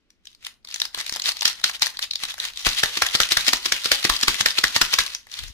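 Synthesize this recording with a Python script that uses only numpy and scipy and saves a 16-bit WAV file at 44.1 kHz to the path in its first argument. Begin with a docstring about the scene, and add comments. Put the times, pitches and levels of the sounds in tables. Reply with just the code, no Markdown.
"""A small foil-plastic candy packet is crinkled in the hands, then shaken above a palm, close to a microphone.
In each stroke it snaps taut at the top, slaps the palm with a puff of air and rustles as it relaxes.
Slaps, snaps and ticking creases are bursts of tiny random clicks, filtered to the ring of foil and pouch.
Fingers tap and rub, a hand brushes past, and a small quiet room answers; the highest peaks are rounded off."""
import sys
import numpy as np
from scipy import signal
from scipy.fft import rfft, irfft, next_fast_len
from scipy.io import wavfile
from scipy.ndimage import map_coordinates

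SR = 44100
rng = np.random.default_rng(int(sys.argv[2]) if len(sys.argv) > 2 else 0)


def digitize_waveform(pressure):
    """Quantize a signal to 16-bit integers and store it at the path in sys.argv[1].

    Rows of a 2-D input are taken as channels; values are limited to [-1, 1].
    """
    field = np.atleast_2d(pressure).T
    bounded = np.clip(field, -1, 1)
    quanta = np.round(bounded * 32767).astype(np.int16)
    wavfile.write(sys.argv[1], SR, quanta)


N = 243873  # length in samples

# The packet slaps the palm. Each row: time in seconds, level in dB, pitch of the hollow pouch in Hz,
# relative strength of the air puff in dB, level of the rustle after it in dB.
PALM_SLAPS = [(1.4556, -7.5, 1590, -78, -19), (1.6422, -8.5, 1480, -80, -28),
              (1.822, -10.5, 810, -64, -21.5), (2.668, -11.5, 660, -33.5, -21.5),
              (2.8355, -9, 1480, -46.5, -23.5), (3.0219, -8.5, 1490, -42, -27),
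              (3.2035, -8.5, 1540, -41, -22), (3.3717, -9.5, 1600, -47, -22.5),
              (3.5338, -9.5, 720, -47, -25.5), (3.7225, -10.5, 1940, -53, -25), (3.9183, -9, 500, -44, -19),
              (4.0987, -10, 1050, -34, -22), (4.2821, -8.5, 1090, -38, -19), (4.4609, -8, 1800, -47, -23.5),
              (4.6404, -7, 1680, -43, -22.5), (4.8154, -7.5, 1410, -38, -23.5),
              (4.9886, -9, 1870, -44, -22)]
# The packet snaps taut at the top of a stroke. Each row: time in seconds, level in dB, pouch body in dB.
TAUT_SNAPS = [(2.9735, -16, -3.5), (3.1517, -12, -1), (3.321, -10.5, -5.5), (3.4824, -8.5, -4.5),
              (3.66, -15, -7), (3.8582, -15, -2), (4.0514, -10.5, -.5), (4.2342, -13, -3),
              (4.41, -11, -1.5), (4.5876, -11.5, -2.5), (4.7639, -9.5, 0), (4.9399, -11, -5.5)]
# Colour of low, rumbling air. Each row: frequency in Hz, relative strength in dB per Hz.
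RUMBLE_COLOUR = [(15, -11), (32, 0), (60, -5.5), (110, -13), (200, -27), (600, -42), (2000, -100)]
FACET_HZ, FACET_SPREAD = 4200, 0.21  # usual pitch of a flat piece of foil (Hz), its relative scatter
SIZZLE_PER_BODY = 0.65  # a crease that moves more of the packet also cracks brighter (dB per dB)


def amp(db):
    """Turn decibels into a gain."""
    return 10 ** (np.asarray(db) / 20)


def unit(x):
    """Scale a sound to an rms of 1."""
    return x / np.sqrt(np.mean(x ** 2) + 1e-20)


def along(points, hz):
    """Read a curve of (Hz, value) points on a logarithmic frequency axis."""
    point_hz, values = np.transpose(points)
    return np.interp(np.log(hz + 1), np.log(point_hz + 1), values)


def curves(rows):
    """Draw straight lines between rows: one value per sample for each column after the time."""
    seconds, *columns = np.transpose(rows)
    return [np.interp(np.arange(N) / SR, seconds, column) for column in columns]


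def wobble(rate):
    """A smooth random curve with the given number of random points a second."""
    knots = rng.standard_normal(int(N * rate / SR) + 4)
    return map_coordinates(knots, [np.arange(N) * rate / SR])


def add(track, s, sound):
    """Mix a sound into the track from time s (seconds)."""
    start = max(round(s * SR), 0)
    part = track[:, start:start + sound.shape[1]]
    part += sound[:, :part.shape[1]]


def coloured(x, gain_db):
    """Filter with a gain in dB given for each frequency; nothing sounds ahead of its cause."""
    size = 2 * next_fast_len(x.shape[-1] // 2 + SR // 20)
    gain = amp(gain_db(np.fft.rfftfreq(size, 1 / SR)))
    # folding the cepstrum forward in time gives the filter minimum phase
    cepstrum = irfft(np.log(gain + 1e-6))
    cepstrum[1:size // 2] *= 2
    cepstrum[size // 2 + 1:] = 0
    return irfft(rfft(x, size) * np.exp(rfft(cepstrum)))[..., :x.shape[-1]]


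def bump(hz, centre_hz):
    """The curve of a broad resonance, 1 at its centre."""
    octaves = np.log2((hz + 1) / centre_hz)
    return np.exp(-.5 * (octaves / .21) ** 2)


def tone(hz, thud_db, body_db, sizzle_db, thud_hz=480, body_hz=2200, sizzle_hz=6800):
    """Colour of a contact: the thud on skin, the pouch's body and the sizzle of the thin foil."""
    below = lambda edge: 1 / (1 + (hz / edge) ** 7)
    return thud_db * below(thud_hz) + body_db * below(body_hz) + sizzle_db * (1 - below(sizzle_hz))


def ports(pair, pan_db, lead=0.00013):
    """Mix two unrelated signals into left and right microphone ports; sound reaches the left first by lead (s)."""
    # How alike left and right are. Each row: frequency in Hz, likeness (1 is identical).
    likeness = [(100, 0.17), (300, 0.75), (1000, 0.56), (2000, 0.44), (4000, 0.24), (10000, 0.056)]
    size = 2 * next_fast_len(pair.shape[1] // 2 + SR // 20)
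    hz = np.fft.rfftfreq(size, 1 / SR)
    turn = np.arccos(np.clip(along(likeness, hz), -1, 1)) / 2
    mid, side = rfft(pair, size) * [np.cos(turn), np.sin(turn)]
    left = (mid + side) * amp(pan_db / 2)
    right = (mid - side) * np.exp(-2j * np.pi * hz * lead) * amp(-pan_db / 2)
    return irfft(np.array([left, right]))[:, :pair.shape[1]]


def grains(size, rate, spread_db):
    """Tiny buckles of the foil: clicks at random times, rate a second, most small and a few large."""
    hit = rng.random(size) < rate / SR
    strength = amp(spread_db * np.minimum(rng.exponential(size=size), 4))
    return unit(hit * strength * rng.choice([-1, 1], (2, size)))


def burst(pair, db, pan_db, seconds):
    """A burst at the two ports, with the energy of a level (dB) held for some seconds."""
    x = ports(pair, pan_db=0)
    x = x / (np.linalg.norm(x, axis=1, keepdims=True) + 1e-20)
    x = x * amp([[pan_db / 2], [-pan_db / 2]])
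    return x / np.linalg.norm(x) * amp(db) * np.sqrt(2 * seconds * SR)


def flick(colour, db, rise, fall, crumple_db, width=0.0014, ring_db=4):
    """The whole packet snaps: buckles build, crack and crumple on; gives (lead-in in seconds, sound)."""
    # Colour of the whole packet. Each row: frequency in Hz, relative strength in dB per Hz.
    packet_colour = [(40, -21), (100, -9), (250, -10.5), (550, -9.5), (900, -6), (1400, -3), (2000, 1),
                     (2700, -3.5), (4000, 1.5), (5500, -1.5), (8000, -10.5), (11000, -17), (15000, -18.5)]
    t = np.arange(-SR // 50, SR // 20) / SR
    crack = np.exp(-.5 * (t / width) ** 2)
    crumple = np.exp(np.minimum(t / rise, -t / fall))
    buckles = (crack + amp(crumple_db) * crumple) * grains(len(t), rate=30000, spread_db=0.9)
    ring_hz = FACET_HZ * np.exp(FACET_SPREAD * rng.standard_normal())
    gain_db = lambda hz: along(packet_colour, hz) + ring_db * bump(hz, ring_hz) + colour(hz)
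    return -t[0], burst(coloured(buckles, gain_db), db, pan_db=1.5, seconds=0.0046)


def slaps(hollow_db=6, thud_db=-1.5, mean_body_db=1.5, sizzle_db=0.5):
    """Landing on the palm sounds the air in the pouch; the flatter it lands, the fuller the slap."""
    usual_puff_db, body_per_puff = -50, .3  # a flatter slap pushes more air and has more body
    usual_slap_db, hollow_per_level = -9, 0.84  # a harder slap rings the pouch more clearly
    track = np.zeros((2, N))
    for s, db, hollow_hz, puff_db, _ in PALM_SLAPS:
        body_db = mean_body_db + body_per_puff * (puff_db - usual_puff_db)
        knock_db = hollow_db + hollow_per_level * (db - usual_slap_db)
        bright_db = sizzle_db + SIZZLE_PER_BODY * body_db
        colour = lambda hz: knock_db * bump(hz, hollow_hz) + tone(hz, thud_db, body_db, bright_db)
        lead, sound = flick(colour, db, rise=0.0025, fall=0.011, crumple_db=-7)
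        add(track, s - lead, sound)
    return track


def snaps(hollow_hz=1300, hollow_db=3, thud_db=6, sizzle_db=-1.3):
    """At the top of each stroke the packet pulls taut with a dry thud."""
    track = np.zeros((2, N))
    for s, db, body_db in TAUT_SNAPS:
        colour = lambda hz: hollow_db * bump(hz, hollow_hz) + tone(hz, thud_db, body_db, sizzle_db)
        lead, sound = flick(colour, db, rise=0.0037, fall=0.006, crumple_db=-5)
        add(track, s - lead, sound)
    return track


def creases(rows, rise=0.0011, fall=0.0014, after_db=-20, after_rise=0.0016, after_fall=0.0072,
            thud_db=-2, sizzle_db=4.0):
    """Each crease gives way at once and rings its flat piece of foil; smaller buckles surround it."""
    # Colour of one tick. Each row: frequency in Hz, relative strength in dB per Hz.
    tick_colour = [(40, -32), (100, -23), (250, -21.5), (550, -14.5), (900, -7), (1400, -5), (2000, 1),
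                   (2700, -2.5), (4000, 3.5), (5500, 0), (8000, -9.5), (11000, -13), (15000, -20)]
    track = np.zeros((2, N))
    t = np.arange(-SR // 100, SR // 30) / SR
    crack = np.exp(np.minimum(t / rise, -t / fall))
    after = np.exp(np.minimum(t / after_rise, -t / after_fall))
    shape = crack + amp(after_db) * after
    for s, db, ring_hz, body_db in rows:
        buckles = shape * grains(len(t), rate=32000, spread_db=1.2)
        bright_db = sizzle_db + SIZZLE_PER_BODY * body_db
        contact = lambda hz: tone(hz, thud_db, body_db, bright_db)
        tick = coloured(buckles, lambda hz: along(tick_colour, hz) + 9 * bump(hz, ring_hz) + contact(hz))
        add(track, s + t[0] - .0004, burst(tick, db, pan_db=3.0, seconds=0.0025))
    return track


def strays(effort, per_second=30, over_db=3, spread_db=4, body_spread_db=6):
    """Rows for creases(): small creases at random moments, louder where the foil is worked harder."""
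    rows = []
    for i in rng.integers(N, size=int(per_second * N / SR)):
        a, b, c = rng.standard_normal(3)
        db = 20 * np.log10(effort[i]) + over_db + spread_db * a
        rows.append((i / SR, db, FACET_HZ * np.exp(FACET_SPREAD * b), body_spread_db * c))
    return rows


def bending(rub_shape=1.74):
    """How hard foil and pouch are worked: shaking, finger rubs, swings around snaps, relaxing after slaps."""
    # The foil flutters all through the shaking. Each row: time in seconds, level in dB.
    flutter = [(2.56, -85), (2.66, -31), (3.5, -35), (4.2, -33.5), (5.06, -34.5), (5.3, -63.5)]
    # The fingers rub or bend the foil. Each row: middle in seconds, width in seconds, level in dB,
    # pouch sound over its usual share in dB.
    finger_rubs = [(.3, .026, -57, -3), (0.47, 0.029, -45.5, 0.5), (.751, 0.034, -39, -2),
                   (0.849, .015, -36, -3), (1.002, 0.025, -30, 3), (1.08, 0.02, -35.5, -11.5),
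                   (1.158, 0.024, -34.5, 1), (1.278, .02, -19.5, -1.5), (1.375, .018, -37.5, -0.5),
                   (1.594, 0.021, -43, 4), (1.693, 0.011, -25.5, -1), (1.75, 0.0091, -29.5, 1),
                   (1.95, 0.013, -43.5, 6), (2.035, 0.0094, -24.5, -1), (2.235, 0.021, -30.5, 1),
                   (2.299, 0.016, -30, 1.5), (2.445, 0.035, -32, 2.5), (2.607, 0.031, -32.5, -3.5),
                   (2.662, .01, -19.5, 0), (2.788, 0.011, -22.5, -2.5), (3.064, 0.0093, -26.5, 7.5),
                   (4.148, 0.016, -25, -1), (5.13, 0.018, -37, 0), (5.352, 0.031, -36.5, 1),
                   (5.42, 0.048, -39, -2)]
    swing_db, swing_rise, swing_fall = -7, 0.015, 0.011  # level against the snap (dB), then seconds
    relax_rise, relax_time, relax_shape = 0.0052, 0.046, 1.47  # seconds, seconds, steepness of the end
    power = np.tile(amp(curves(flutter)) ** 2, (2, 1))
    t = np.arange(-SR // 4, SR // 4) / SR
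    swing = np.exp(np.minimum(t / swing_rise, -t / swing_fall))
    relax = np.exp(np.minimum(t / relax_rise, -np.abs(t / relax_time) ** relax_shape))
    swells = [(s, db, pouch_db, np.exp(-np.abs(t / width) ** rub_shape / 2))
              for s, width, db, pouch_db in finger_rubs]
    swells += [(s, db + swing_db, 0, swing) for s, db, _ in TAUT_SNAPS]
    swells += [(s, db, 0, relax) for s, *_, db in PALM_SLAPS]
    for s, db, pouch_db, shape in swells:
        add(power, s + t[0], (amp([[db], [db + pouch_db]]) * shape) ** 2)
    return np.sqrt(power)


def clumps():
    """Dense small buckles; now and then one sets off its neighbours and a crackle stands out."""
    triggers = (rng.random(N) < 22 / SR) * rng.uniform(2, 7.5, N)
    avalanches = signal.lfilter([1], [1, -np.exp(-1 / (.0009 * SR))], triggers)  # each fades in about 1 ms
    return unit(grains(N, rate=2600, spread_db=2.5) * (amp(3 * wobble(160)) + avalanches))


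def rustle(effort, pouch_effort, foil_db=0, pouch_db=-9.0, drift_db=3.5):
    """Each flat piece of foil crackles on its own, now more, now less; all also sound the hollow pouch."""
    # Colours of the foil and of the pouch. Each row: frequency in Hz, relative strength in dB per Hz.
    foil_colour = [(600, -23), (1600, -3.5), (2300, 3.5), (3000, 7), (3900, 5), (5300, 2.5), (6500, 1),
                   (8200, -4.5), (11000, -4.5), (12500, -9.5), (15000, -13.5)]
    pouch_colour = [(60, -30), (150, -13), (230, -20.5), (330, -21), (550, -13), (850, -10), (1400, 1),
                    (1950, 8.5), (2500, -17.5), (4000, -36)]
    # Broad resonances of the foil's flat pieces, each in Hz.
    facet_pitches = [2600, 3400, 3900, 4370, 5780]
    foil, all_buckles = np.zeros((2, N)), np.zeros((2, N))
    for ring_hz in facet_pitches:
        buckles = clumps() * amp(drift_db * wobble(35))
        foil += coloured(buckles, lambda hz: along(foil_colour, hz) + 9 * bump(hz, ring_hz))
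        all_buckles += buckles
    pouch = coloured(all_buckles, lambda hz: along(pouch_colour, hz))
    foil_sound = effort * amp(foil_db) * unit(ports(foil, pan_db=1.5))
    pouch_sound = pouch_effort * amp(pouch_db) * unit(ports(pouch, pan_db=-0.5))
    return foil_sound + pouch_sound


def taps(fall=0.00098):
    """A fingertip gives the packet one soft push: a very short noise without ring."""
    # Soft knocks of the fingers. Each row: time in seconds, level in dB.
    finger_taps = [(.819, -50.5), (.977, -39.5), (1.096, -47), (1.124, -41.5), (1.162, -41), (1.869, -50),
                   (2.237, -44)]
    # Colour of skin on the packet. Each row: frequency in Hz, relative strength in dB per Hz.
    skin_colour = [(30, -1), (90, -8), (220, -7), (400, -7), (780, -8.5), (1100, -24), (3000, -29)]
    track = np.zeros((2, N))
    t = np.arange(SR // 15) / SR
    for s, db in finger_taps:
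        noise = np.exp(-t / fall) * rng.standard_normal((2, len(t)))
        push = coloured(noise, lambda hz: along(skin_colour, hz))
        add(track, s - .001, burst(push, db, pan_db=2, seconds=.01))
    return track


def rumble(size):
    """Low, uneven air: two channels of noise filtered to a rumble."""
    return coloured(rng.standard_normal((2, size)), lambda hz: along(RUMBLE_COLOUR, hz))


def air(push_hz=27, life=0.023, puff_db=9, swirl_db=-4):
    """Each slap pushes one slow wave of air at the ports, with eddies in it; at the end a hand brushes past."""
    # A hand brushes near the microphone. Each row: time in seconds, relative level in dB.
    hand_brush = [(5.3, -64), (5.324, -73), (5.408, -45.5), (5.45, -41.5), (5.476, -47), (5.504, -44),
                  (5.53, -56)]
    puffs = np.zeros((2, N))
    t = np.arange(SR // 5) / SR
    shape = np.exp(-t / life) * (1 - np.exp(-t / 0.003))
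    for s, _, _, db, _ in PALM_SLAPS:
        hz = push_hz * np.exp(0.15 * rng.standard_normal())
        push = -np.sin(2 * np.pi * hz * t)
        eddies = unit(rumble(len(t)))
        add(puffs, s - .003, amp(db + puff_db) * (push + amp(swirl_db) * eddies) * shape)
    fade = np.clip((np.arange(N) / SR - hand_brush[0][0]) / .05, 0, 1)
    brush = fade * amp(curves(hand_brush)[0] + 1.0) * unit(rumble(N))
    return puffs * amp([[2.5], [-3]]) + brush * amp([[4], [-5]])  # both stronger on the left


def room(x, onset=0.0012):
    """The room's diffuse answer: fading noise tails; four take turns, as the moving hands change it."""
    # How long the room rings. Each row: frequency in Hz, time to fall by 60 dB in seconds.
    ring_times = [(200, 0.24), (800, 0.35), (2000, 0.21), (5500, 0.2), (14000, 0.23)]
    t = np.arange(N) / SR
    wet = np.zeros((2, N))
    count = 4
    for k in range(count):
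        hz, age, z = signal.stft(rng.standard_normal((2, SR // 2)), SR, nperseg=256)
        fading = z * amp(-60 * age / along(ring_times, hz)[:, None])
        tail = signal.istft(fading, SR, nperseg=256)[1]
        build_up = 1 - np.exp(-(np.arange(tail.shape[1]) / SR / onset) ** 2)
        tail = ports(tail * build_up, pan_db=1.0, lead=0)
        share = (t // .17) % count == k  # each turn lasts 0.17 s
        wet += signal.fftconvolve(x[:1] * share, tail / np.linalg.norm(tail[0]), axes=1)[:, :N]
    return wet


def background(quiet_db=-71, stir_db=-59, stir_swing_db=0.5):
    """Faint filtered room noise, and a low uneven stir of air while the hands are at work."""
    # Colour of the quiet room. Each row: frequency in Hz, relative strength in dB per Hz.
    quiet_colour = [(12, -38), (20, -4), (53, 7), (105, -10), (211, 6.5), (841, -13.5), (2550, -10),
                    (5240, -17), (8620, -31), (15000, -40)]
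    # How much the hands move the air. Each row: time in seconds, relative level in dB.
    hand_motion = [(0, -16), (.6, -6.5), (1.1, -3.5), (2.5, -2), (3, 1), (5, -5), (5.25, -4.5)]
    noise = coloured(rng.standard_normal((2, N)), lambda hz: along(quiet_colour, hz))
    quiet = unit(ports(noise, pan_db=1.5))
    stir = unit(ports(rumble(N), pan_db=-2.0))
    stir_level = stir_db + curves(hand_motion)[0] + stir_swing_db * wobble(11)
    return amp(quiet_db) * quiet + amp(stir_level) * stir


def scene(room_db=-10.5, boom_hz=225, boom_db=7):
    """The packet close by, its room with one low resonance, and the air at the microphone."""
    # Single creases buckle. Each row: time in seconds, level in dB, pitch of the foil in Hz, body in dB.
    single_creases = [(.1053, -47.5, 5800, 1), (.2555, -40.5, 6150, -5), (.2723, -32.5, 3400, -12),
                      (.3502, -43.5, 4440, 0), (.4502, -27.5, 3180, -4), (.468, -23.5, 3020, 0.5),
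                      (.6497, -34, 4570, 5), (.6743, -35, 3560, -4), (.6887, -33, 4200, 6.5),
                      (.713, -30, 4700, -13), (.744, -20, 6100, -8), (.7613, -24, 3600, 4.5),
                      (.802, -17.5, 5700, -7), (.8188, -11.5, 3900, -1), (.8543, -21, 5060, 4),
                      (.9477, -20, 3750, 8), (.9769, -31, 5800, 19), (1.0035, -22, 4400, -1),
                      (1.0121, -22.5, 2030, 1), (1.0658, -23, 3670, 2), (1.0963, -19.5, 5050, 5.5),
                      (1.1257, -20.5, 5800, 3.5), (1.1398, -23, 5470, -7), (1.1623, -21.5, 5200, 10),
                      (1.1986, -20, 3830, -1), (1.2211, -20, 6900, -16), (1.2415, -23, 4830, -12),
                      (1.292, -15, 4500, 2.5), (1.37, -25, 4440, -1), (1.4109, -17, 6260, -13),
                      (1.422, -16.5, 3120, 4), (1.4304, -17.5, 4460, 5), (1.797, -35, 5560, 2),
                      (1.8299, -10.5, 4380, -10), (1.8612, -16, 4370, -1.5), (1.869, -17.5, 4500, 8),
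                      (1.9718, -25, 4070, -9), (1.9927, -20, 3860, 8.5), (2.0277, -18, 3900, -12),
                      (2.1116, -16, 4160, -15), (2.136, -21.5, 4050, -4), (2.1573, -16, 4140, -12.5),
                      (2.2369, -17, 3900, 3), (2.2538, -22, 3870, -1), (2.342, -29, 3970, 9),
                      (2.3821, -30.5, 6270, 20), (2.4016, -16.5, 3830, -5), (2.453, -20, 3400, 6),
                      (2.5746, -22.5, 3520, -2), (2.749, -24, 4010, 4), (3.0673, -18, 3380, 3),
                      (4.1663, -16, 4600, -3.5), (4.213, -18.5, 4500, 3), (4.82, -10.5, 5230, -4),
                      (5.0647, -20.5, 3680, -1), (5.15, -18.5, 5890, -6), (5.27, -40.5, 2070, 11),
                      (5.3174, -31, 6740, -19), (5.3407, -26, 4070, -13), (5.3912, -23, 3760, 2.5),
                      (5.4389, -29, 4120, 7), (5.483, -36.5, 5800, 4)]
    effort, pouch_effort = bending()
    packet = slaps() + snaps() + creases(single_creases) + creases(strays(effort))
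    packet += rustle(effort, pouch_effort) + taps()
    answer = coloured(room(packet), lambda hz: boom_db * bump(hz, boom_hz))
    return packet + amp(room_db) * answer + air() + background()


def record(dry, top_hz=15600):
    """The recorder rounds off the highest peaks and keeps nothing above its band limit."""
    clipped = dry / (1 + np.abs(dry) ** 6) ** (1 / 6)
    size = next_fast_len(N + SR // 2)
    hz = np.fft.rfftfreq(size, 1 / SR)
    passband = np.clip((top_hz - hz) / 300 + .5, 0, 1)  # a slope 300 Hz wide around the limit
    return irfft(rfft(clipped, size) * passband, size)[:, :N]


dry = scene()
out = record(dry)
digitize_waveform(out)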